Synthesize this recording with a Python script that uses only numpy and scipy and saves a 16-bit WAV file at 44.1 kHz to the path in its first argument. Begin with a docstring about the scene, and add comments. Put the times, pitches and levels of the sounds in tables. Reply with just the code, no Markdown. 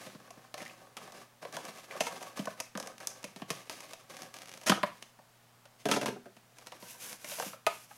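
"""Opening a small cardboard box

Hands work a box open in a room: creases snap, card rubs and creaks as it sticks and slips, and a flap
rips free. The inner tray is dropped on a desk and clatters. A hand slides into the empty sleeve and
pops its wall out. Each knock rings the hollow card. A faint mains hum and hiss lie underneath."""
import sys
import numpy as np
from scipy import signal
from scipy.fft import rfft, irfft, next_fast_len
from scipy.io import wavfile
from scipy.ndimage import uniform_filter1d, map_coordinates

SR = 44100
rng = np.random.default_rng(int(sys.argv[2]) if len(sys.argv) > 2 else 0)


def waveform_to_disk(signal):
    """Save audio, clipped to [-1, 1], as 16-bit WAV at the path in sys.argv[1]."""
    frames = np.transpose(np.atleast_2d(signal))
    scaled = np.clip(frames, -1, 1) * 32767
    samples = np.round(scaled).astype(np.int16)
    wavfile.write(sys.argv[1], SR, samples)


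N = 351803
HIT_SIZE = 8192  # samples in one hit or one filter

# The pitches at which the hollow box rings: pitch_hz, level_db
BOX_RINGS = [(490, 2), (555, 3.5), (630, 4), (760, 1), (940, -1.5), (1120, 0.5), (1280, -3.5), (1540, -0.5),
             (1780, -7), (2050, -46)]
# Tone of the low murmur of the held box: pitch_hz, level_db
MURMUR_TONE = [(60, -56), (110, -14), (160, 3), (300, 0), (420, 1.5), (800, -44.5)]
# Tone of card cracking: pitch_hz, level_db
CRACK_TONE = [(700, 2), (1300, -0.5), (1900, 2.5), (2500, 4), (3100, 1.5), (4200, -1.5), (5200, -6.5),
              (8000, -27.5)]
# Tone of the high fizz on top of a crack: pitch_hz, level_db
FIZZ_TONE = [(2500, -32), (4300, -11.5), (5200, 2), (6300, 4), (7400, -3.5), (10500, -5), (13000, -11.5),
             (16000, -28.5)]
# Fingers and card dragging on card, one row a stroke: start_s, end_s, body_db, scrape_boost_db
STROKES = [(0.0, 0.11, -51.5, 0.5), (0.195, 0.45, -57, -4), (0.573, 0.733, -53, -1),
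           (0.773, 0.906, -58.5, -7), (0.97, 1.229, -56, -2.5), (1.419, 1.54, -53.5, -1.5),
           (1.535, 1.67, -49.5, -2.5), (1.683, 1.837, -57, 3), (1.878, 2.065, -51, -4.5),
           (2.072, 2.31, -52, -1), (2.364, 2.495, -50, 0), (2.571, 2.632, -57.5, -1.5),
           (2.759, 2.9, -51.5, -7), (3.0, 3.276, -56, 0), (3.367, 3.453, -62, -2), (3.487, 3.671, -55.5, 2),
           (3.701, 3.943, -55, 4), (3.976, 4.086, -65.5, -1.5), (4.099, 4.269, -54.5, -0.5),
           (4.339, 4.67, -58, 2), (4.85, 5.05, -63, 3), (5.783, 5.87, -83, 18), (6.555, 6.81, -62.5, 0)]


def amp(db):
    """Turn decibels into a gain to multiply by."""
    return 10 ** (np.asarray(db) / 20)


def unit(x):
    """Scale a sound to an average (rms) level of 1."""
    return x / np.sqrt(np.mean(x ** 2) + 1e-20)


def unit_hit(x, first_s=0.012):
    """Scale a hit so that its first moments have an average (rms) level of 1."""
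    return x / np.sqrt(np.mean(x[:int(first_s * SR)] ** 2) + 1e-20)


def along(points, hz):
    """Read between (pitch_hz, value) points, giving each octave equal room."""
    pitches, values = np.transpose(points)
    return np.interp(np.log(hz + 1), np.log(pitches), values)


def wobble(per_s):
    """A smooth curve through per_s random values a second."""
    return map_coordinates(rng.standard_normal(int(N * per_s / SR) + 4), [np.arange(N) * per_s / SR])


def through(x, response):
    """Filter a sound. The response is what the filter gives back for a single click."""
    return signal.fftconvolve(x, response)[:len(x)]


def sharp_filter(gain):
    """A filter with the given gain at each pitch and no sound ahead of its attack."""
    cepstrum = irfft(np.log(gain + 1e-6))
    # Folding the second half onto the first moves the energy to the start.
    cepstrum[1:HIT_SIZE // 2] *= 2
    cepstrum[HIT_SIZE // 2 + 1:] = 0
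    return irfft(np.exp(rfft(cepstrum)))


def tone(points):
    """A filter that follows (pitch_hz, level_db) points."""
    return sharp_filter(amp(along(points, np.fft.rfftfreq(HIT_SIZE, 1 / SR))))


def resonator(rings, scatter_db=0, detune=0, sharpness=11):
    """A filter that rings briefly like card; a new grip can shift each ring's level and pitch."""
    hz = np.fft.rfftfreq(HIT_SIZE, 1 / SR)
    spectrum = 0
    for k, (pitch_hz, level_db) in enumerate(rings):
        centre = pitch_hz * np.exp(detune * rng.normal())
        gain = (-1) ** k * amp(level_db + scatter_db * rng.normal())
        loss = 1j * hz * centre / sharpness
        spectrum = spectrum + gain * loss / (centre ** 2 - hz ** 2 + loss)
    return irfft(spectrum)


def fibres(size, per_s, spread_db):
    """Fibres slip and break at random moments: tiny clicks, a few larger than the rest."""
    happens = rng.random(size) < per_s / SR
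    signs = rng.choice([-1, 1], size)
    strengths = amp(spread_db * np.minimum(rng.exponential(size=size), 4))
    return unit(happens * signs * strengths)


def crackle(fade_s, first_break):
    """One sharp break and a burst of small ones that dies by 60 dB in fade_s."""
    t = np.arange(HIT_SIZE) / SR
    burst = fibres(HIT_SIZE, per_s=5000, spread_db=3.5) * amp(-60 * t / max(fade_s, 0.003))
    burst /= np.linalg.norm(burst) + 1e-9
    burst[int(0.0006 * SR)] += first_break
    power = np.abs(uniform_filter1d(np.abs(rfft(burst)) ** 2, size=80))
    return through(burst, sharp_filter(1 / np.sqrt(power + 1e-6)))  # all pitches about equally strong


def background():
    """Steady hiss and the hum of a mains appliance."""
    # The tones of the hum: pitch_hz, level_db
    hum_tones = [(119.3, -68.5), (238, -78.5)]
    # Tone of the room's hiss: pitch_hz, level_db
    air_tone = [(25, 1), (70, -11), (120, -8), (200, -15), (330, -20), (650, -14), (1200, -17),
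                (2500, -22.5), (6000, -26), (14000, -30.5), (16000, -32)]
    t = np.arange(N) / SR
    hum = sum(amp(db) * np.sqrt(2) * np.sin(2 * np.pi * hz * t + 0.14 * wobble(1.9))
              for hz, db in hum_tones)
    return hum + amp(-63) * unit(through(rng.standard_normal(N), tone(air_tone)))


def room_echo(x, early_db, tail_db):
    """Desk and near walls answer first, then the room rings; each short block gets a new random echo."""
    # How long the room takes to fade by 60 dB: pitch_hz, fade_s
    fade_times = [(150, 0.3), (500, 0.17), (1500, 0.26), (5000, 0.25), (14000, 0.22)]
    out, block = np.zeros(N + 2 * SR), SR // 3
    for start in range(0, N, block):
        hz, t, noise = signal.stft(rng.standard_normal(SR // 2), SR, nperseg=256)
        fade = amp(-60 * t / along(fade_times, hz)[:, None])
        build_up = 1 - np.exp(-t / 0.03)
        tail = signal.istft(noise * fade * build_up, SR, nperseg=256)[1]
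        response = amp(tail_db) * tail / np.linalg.norm(tail)
        wall_delays = (rng.uniform(0.003, 0.014, size=6) * SR).astype(int)
        response[wall_delays] += amp(early_db) * rng.uniform(0.21, 1, size=6)
        echo = signal.fftconvolve(x[start:start + block], response)
        out[start:start + len(echo)] += echo
    return out[:N]


def stroke(start, end, rise_s=0.014, sag_db=4.5, fade_s=0.3):
    """Loudness of one drag: it grips quickly, eases as it goes and dies away when the fingers stop."""
    t = np.arange(N) / SR
    rise = np.clip((t - start) / rise_s + 0.5, 0, 1)
    progress = np.clip((t - start) / (end - start), 0, 1)
    release = np.clip((t - end) / fade_s, 0, 2)
    return rise * amp(-sag_db * progress - 60 * release)


def rubbing():
    """Card drags on card: coarse slips ring the box, finer ones scrape, and edges tick free."""
    # Tone of card scraping on card: pitch_hz, level_db
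    scrape_tone = [(700, -4.5), (1400, -20.5), (2000, 5), (3100, 1), (4300, -0.5), (6200, 0), (7600, -5),
                   (11000, -5.5), (16000, -17.5)]
    press, drag = np.zeros(N), np.zeros(N)
    for start, end, body_db, scrape_boost_db in STROKES:
        gain = amp(body_db) * stroke(start, end)
        press += gain
        drag += amp(scrape_boost_db) * gain
    grip_db = 3.6 * wobble(40)  # the fingers catch and let go
    slips = fibres(N, per_s=1200, spread_db=5)
    ticks = fibres(N, per_s=56, spread_db=2.5)
    grain = fibres(N, per_s=7400, spread_db=2)
    murmur = amp(-8) * unit(through(rng.standard_normal(N), tone(MURMUR_TONE)))
    body = amp(-1) * unit(through(slips + 0.36 * ticks, resonator(BOX_RINGS, scatter_db=2)))
    scrape = amp(-2.5) * unit(through(0.74 * slips + 0.23 * ticks + grain, tone(scrape_tone)))
    return amp(grip_db) * (press * (murmur + body) + drag * scrape)


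def sliding():
    """The hand pushes into the sleeve, speeding up and slowing down: a hiss over the box's murmur."""
    # The pushes of the hand: start_s, end_s, level_db
    pushes = [(6.787, 6.996, -52.5), (6.981, 7.176, -47), (7.18, 7.563, -47.5), (7.677, 7.873, -55.5),
              (7.868, 8.044, -62)]
    # Tone of skin sliding on card: pitch_hz, level_db
    skin_tone = [(700, -10), (1300, -9), (2500, 1), (4300, -4), (6000, 1.5), (8000, -3), (11500, -0.5),
                 (14000, -6.5), (16000, -14.5)]
    t, push = np.arange(N) / SR, np.zeros(N)
    for start, end, level_db in pushes:
        speed = np.abs(np.sin(np.pi * np.clip((t - start) / (end - start), 0, 1)))
        push += amp(level_db) * speed ** 0.78  # faster is louder
    slips = fibres(N, per_s=4400, spread_db=0.5)
    flicker = amp(1.7 * wobble(25) + 0.2)
    hiss = flicker * unit(through(fibres(N, per_s=11000, spread_db=4), tone(skin_tone)))
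    body = unit(through(slips, resonator(BOX_RINGS, scatter_db=-4.5)))
    murmur = amp(-7.5) * unit(through(slips, tone(MURMUR_TONE)))
    return push * (hiss + amp(-9 + 2.3 * wobble(30)) * (body + murmur))


def squeaking(fade_s=0.037):
    """A tight spot chirps: a brief run of slips rings the card at one pitch."""
    # Card squeaking on card: start_s, pitch_hz, level_db
    squeaks = [(0.603, 2020, -51.5), (0.66, 1940, -47.5), (0.695, 2500, -54), (1.91, 2150, -46)]
    out, t = np.zeros(N + HIT_SIZE), np.arange(HIT_SIZE) / SR
    for start, pitch_hz, level_db in squeaks:
        slips = fibres(HIT_SIZE, per_s=1800, spread_db=0.5) * amp(-60 * t / fade_s)
        chirp = unit_hit(through(slips, resonator([(pitch_hz, 0)])))
        out[int(start * SR):][:HIT_SIZE] += amp(level_db) * chirp
    return out[:N]


def creaking():
    """A tight edge sticks and slips, in uneven runs of dry ticks or in single jerks."""
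    # Edges creaking past each other: start_s, end_s, slips_per_s, level_db
    creaks = [(0.606, 0.686, 89, -56.5), (4.131, 4.24, 72, -58.5), (4.426, 4.53, 75, -57)]
    # Edges slipping just once: start_s, level_db
    jerks = [(2.827, -29), (2.981, -33.5), (4.1679, -29), (4.2203, -27), (4.341, -29), (4.367, -31.5),
             (4.3869, -32), (4.4189, -30.5), (4.5386, -30), (7.129, -26.5)]
    slips = np.zeros(N)
    for start, end, per_s, level_db in creaks:
        pace, strength = rng.standard_normal((40, 2)).T
        times = start + np.cumsum(np.exp(0.3 * pace) / per_s)
        sizes = amp(level_db + 3 * strength) * np.sqrt(SR / per_s)
        slips[(times[times < end] * SR).astype(int)] += sizes[times < end]
    for start, level_db in jerks:
        slips[int(start * SR)] += amp(level_db + 7)
    tick = through(crackle(fade_s=0.018, first_break=0.15), tone(CRACK_TONE) + amp(-1) * tone(FIZZ_TONE))
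    return through(slips, tick / np.linalg.norm(tick))


def ripping():
    """A running tear or scrape: fibres break thick and fast for as long as the pull lasts."""
    # Runs of breaking or scraping fibres: start_s, end_s, level_db
    rips = [(0.577, 0.657, -66), (2.004, 2.015, -36), (2.02, 2.088, -46), (4.664, 4.693, -31),
            (5.902, 5.973, -42)]
    t = np.arange(N) / SR
    pull = sum(amp(db) * np.interp(t, [start - 0.004, start + 0.004, end, end + 0.006], [0, 1, 1, 0])
               for start, end, db in rips)
    breaks = fibres(N, per_s=2900, spread_db=1)
    body = amp(-3) * unit(through(breaks, resonator(BOX_RINGS)))
    murmur = amp(-13.5) * unit(through(breaks, tone(MURMUR_TONE)))
    crack = unit(through(breaks, tone(CRACK_TONE)))
    fizz = amp(-0.5) * unit(through(breaks, tone(FIZZ_TONE)))
    return pull * unit(body + murmur + crack + fizz)


def crease_filter():
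    """Each creased spot adds one short, papery ring to its own crack."""
    response = amp(2.5) * resonator([(3050, 0)], scatter_db=1, detune=0.3)
    response[0] += 1  # lets the crack itself through
    return response


def hits(rows, rings, bends, first_break, thump_gain, body_gain, crack_gain, fizz_gain):
    """Each hit cracks and fizzes, rings the hollow body and bends the wide panels with a thump."""
    out, t = np.zeros(N + 2 * HIT_SIZE), np.arange(HIT_SIZE) / SR
    crack_filter, fizz_filter = tone(CRACK_TONE), tone(FIZZ_TONE)
    for start, thump_db, body_db, crack_db, fizz_boost_db, fade_s, pitch_hz in rows:
        burst = crackle(fade_s, first_break)
        tautness = np.exp(0.067 * rng.normal())  # set by the grip
        thump = np.zeros(HIT_SIZE)
        for k, (hz, db, ring_s) in enumerate(bends):
            fade = amp(db + rng.normal() - 60 * t / ring_s)
            thump += (-1) ** k * fade * np.sin(2 * np.pi * hz * tautness * t)
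        # The struck spot favours rings near one pitch; the others lose 8.5 dB an octave.
        favoured = [(hz, db - 8.5 * abs(np.log2(hz / pitch_hz))) for hz, db in rings]
        body = through(burst, resonator(favoured, scatter_db=3.5, detune=0.03))
        crack = through(through(burst, crack_filter), crease_filter())
        hit = thump_gain * amp(thump_db) * unit_hit(thump)
        hit += body_gain * amp(body_db) * unit_hit(body)
        hit += crack_gain * amp(crack_db) * unit_hit(crack)
        hit += fizz_gain * amp(crack_db + fizz_boost_db) * unit_hit(through(burst, fizz_filter))
        out[int(start * SR):][:HIT_SIZE] += hit
    return out[:N]


def tray_clatter(fade_s=0.065, fizz_boost_db=-1.5):
    """The tray hits the desk: hard landings on an edge ring high, soft ones on a flat side ring low."""
    # The tray landing and rocking: start_s, body_db, hardness_db
    landings = [(5.8546, -30.5, -8), (5.8871, -33.5, -5), (5.9136, -31.5, 4.5), (5.9382, -36.5, 0),
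                (5.9624, -32, -7), (6.0127, -39, -0.5), (6.0282, -38, -6), (6.0591, -37.5, 2),
                (6.0814, -36.5, -7), (6.122, -48.5, -18), (6.1592, -49, -22), (6.2565, -51.5, -13)]
    # The pitches at which the hollow tray rings: pitch_hz, level_db
    tray_rings = [(400, 4.5), (490, -0.5), (570, -0.5), (700, 2.5), (930, -4.5), (1260, -0.5), (1600, -2.5)]
    # The tray's wide panels bending to and fro: pitch_hz, level_db, ring_s
    tray_bends = [(143, -2, 0.1), (212.4, -2.5, 0.31), (287, 3, 0.12), (378, -6.5, 0.19)]
    rows = []
    for start, body_db, hardness_db in landings:
        pitch_hz = 860 * 2 ** (hardness_db / 16.5)
        rows.append((start, body_db - 5.5, body_db, body_db + hardness_db, fizz_boost_db, fade_s, pitch_hz))
    return hits(rows, tray_rings, tray_bends, first_break=0.18,
                thump_gain=amp(2.5), body_gain=amp(1), crack_gain=amp(-1.2), fizz_gain=amp(-4))


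def crinkles(per_s=5, tries=4):
    """Rows for snaps(): small creases give way at random during a stroke, louder in a strong one."""
    rows = []
    for start, end, body_db, scrape_boost_db in STROKES:
        for when, chance, softness in rng.random((tries, 3)):
            level_db = body_db + 0.5 - 3 * softness
            if chance < per_s * (end - start) / tries:
                rows.append((start + when * (end - start), level_db + scrape_boost_db - 2, level_db, 0))
    return rows


def snaps(pitch_hz=816):
    """Rows for hits(): a crease gives way with a short, bright crack that hardly bends the panel."""
    # Creases snapping: start_s, crack_db, body_db, fizz_boost_db
    creases = [(0.3058, -59, -50.5, 0), (0.5417, -48.5, -45, -5), (0.5786, -52, -52, -6),
               (0.9687, -49, -49, -4), (1.5673, -47.5, -40, -2), (2.0063, -34.5, -30, -7),
               (2.0673, -42.5, -40.5, -7), (2.1603, -58, -52, -5), (2.2091, -62, -50, -2),
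               (2.3731, -62, -46, 3), (2.6017, -43, -43.5, 1.5), (2.7746, -50, -43.5, 2),
               (2.7997, -50, -43.5, 2.5), (2.8716, -52, -49, 0.5), (3.0029, -56, -50, -2.5),
               (3.072, -49.5, -60, 12), (3.6967, -44.5, -49.5, -4.5), (3.9339, -52.5, -54, -1),
               (5.0244, -50.5, -75, -4.5), (5.6541, -62.5, -58.5, -5), (6.585, -60.5, -59.5, 0),
               (6.6698, -52.5, -54.5, -2), (6.7205, -53.5, -48.5, -7.5), (7.2443, -48, -50.5, -5.5),
               (7.3986, -46.5, -35.5, 0), (7.6658, -33.5, -25, -7.5)]
    rows = []
    for start, crack_db, body_db, fizz_boost_db in creases + crinkles():
        fade_s = 0.021 * 2 ** (-fizz_boost_db / 12)  # brighter snaps are over sooner
        rows.append((start, body_db - 29, body_db, crack_db, fizz_boost_db, fade_s, pitch_hz))
    return rows


def knocks(fade_s=0.035):
    """Rows for hits(): a panel buckles or is knocked, giving a thump and a hollow ring."""
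    # Panels buckling or being knocked: start_s, body_db, thump_db, hardness_db, pitch_hz
    contacts = [(0.065, -52.5, -47, -3, 600), (0.1494, -59, -46.5, -6, 524), (0.3736, -61, -53.5, -12, 487),
                (0.6162, -48.5, -47, -7, 680), (1.4252, -49.5, -72, -10, 643), (1.4507, -43, -70, -9, 610),
                (1.949, -44.5, -67, -19, 497), (2.393, -44.5, -32.5, -3, 650),
                (2.4714, -36, -45, -17.5, 620), (2.7521, -43, -39, -7, 1320),
                (3.2415, -48.5, -46.5, 2.5, 580), (3.3607, -54.5, -47, 0.5, 704),
                (3.4192, -44, -39, -7, 990), (3.5037, -39.5, -38.5, 2, 736), (4.6959, -27, -22, 0, 1180),
                (4.7168, -25.5, -26.5, -9, 1220), (4.7763, -42.5, -60, -22, 597),
                (4.831, -27, -34, -11, 1050), (5.188, -57, -64, -16, 765), (6.3669, -62.5, -56.5, -1, 686),
                (6.8254, -53, -51, -4, 666), (7.3168, -46.5, -60, -2.5, 560),
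                (7.3842, -43.5, -55, -15, 604), (7.4226, -40.5, -55, -7, 686),
                (7.4626, -53, -43.5, -13, 670), (7.5313, -48, -61, -13, 680),
                (7.9089, -51.5, -74, -11, 1410)]
    rows = []
    for start, body_db, thump_db, hardness_db, pitch_hz in contacts:
        fizz_boost_db = 0.91 * hardness_db - 5.5  # harder knocks are brighter
        rows.append((start, thump_db, body_db, body_db + hardness_db, fizz_boost_db, fade_s, pitch_hz))
    return rows


def box_hits():
    """Knocked panels and snapping creases all ring the same hollow box."""
    # The box's wide panels bending to and fro: pitch_hz, level_db, ring_s
    box_bends = [(48, -18, .04), (149.5, -8.5, 0.053), (197.6, -5, 0.064), (310, -2.5, 0.018)]
    return hits(knocks() + snaps(), BOX_RINGS, box_bends, first_break=0.32,
                thump_gain=amp(-1.7), body_gain=amp(0.5), crack_gain=amp(2), fizz_gain=amp(3))


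def scene():
    """Box and tray in the room, as one channel."""
    friction = rubbing() + sliding() + creaking() + ripping() + squeaking()
    card = friction + tray_clatter() + box_hits()
    return (card + room_echo(card, early_db=-15.5, tail_db=-10.5) + background())[None]


def record(dry, bass_hz=112, top_hz=15900):
    """The small microphone loses most of the deep bass and keeps nothing above top_hz."""
    bass_cut = signal.butter(4, bass_hz, "high", fs=SR, output="sos")
    thin = signal.sosfilt(bass_cut, dry) + amp(-18) * dry
    size = next_fast_len(N + SR // 2)
    in_range = np.fft.rfftfreq(size, 1 / SR) < top_hz
    return irfft(rfft(thin, size) * in_range, size)[:, :N]


dry = scene()
out = record(dry)
waveform_to_disk(out)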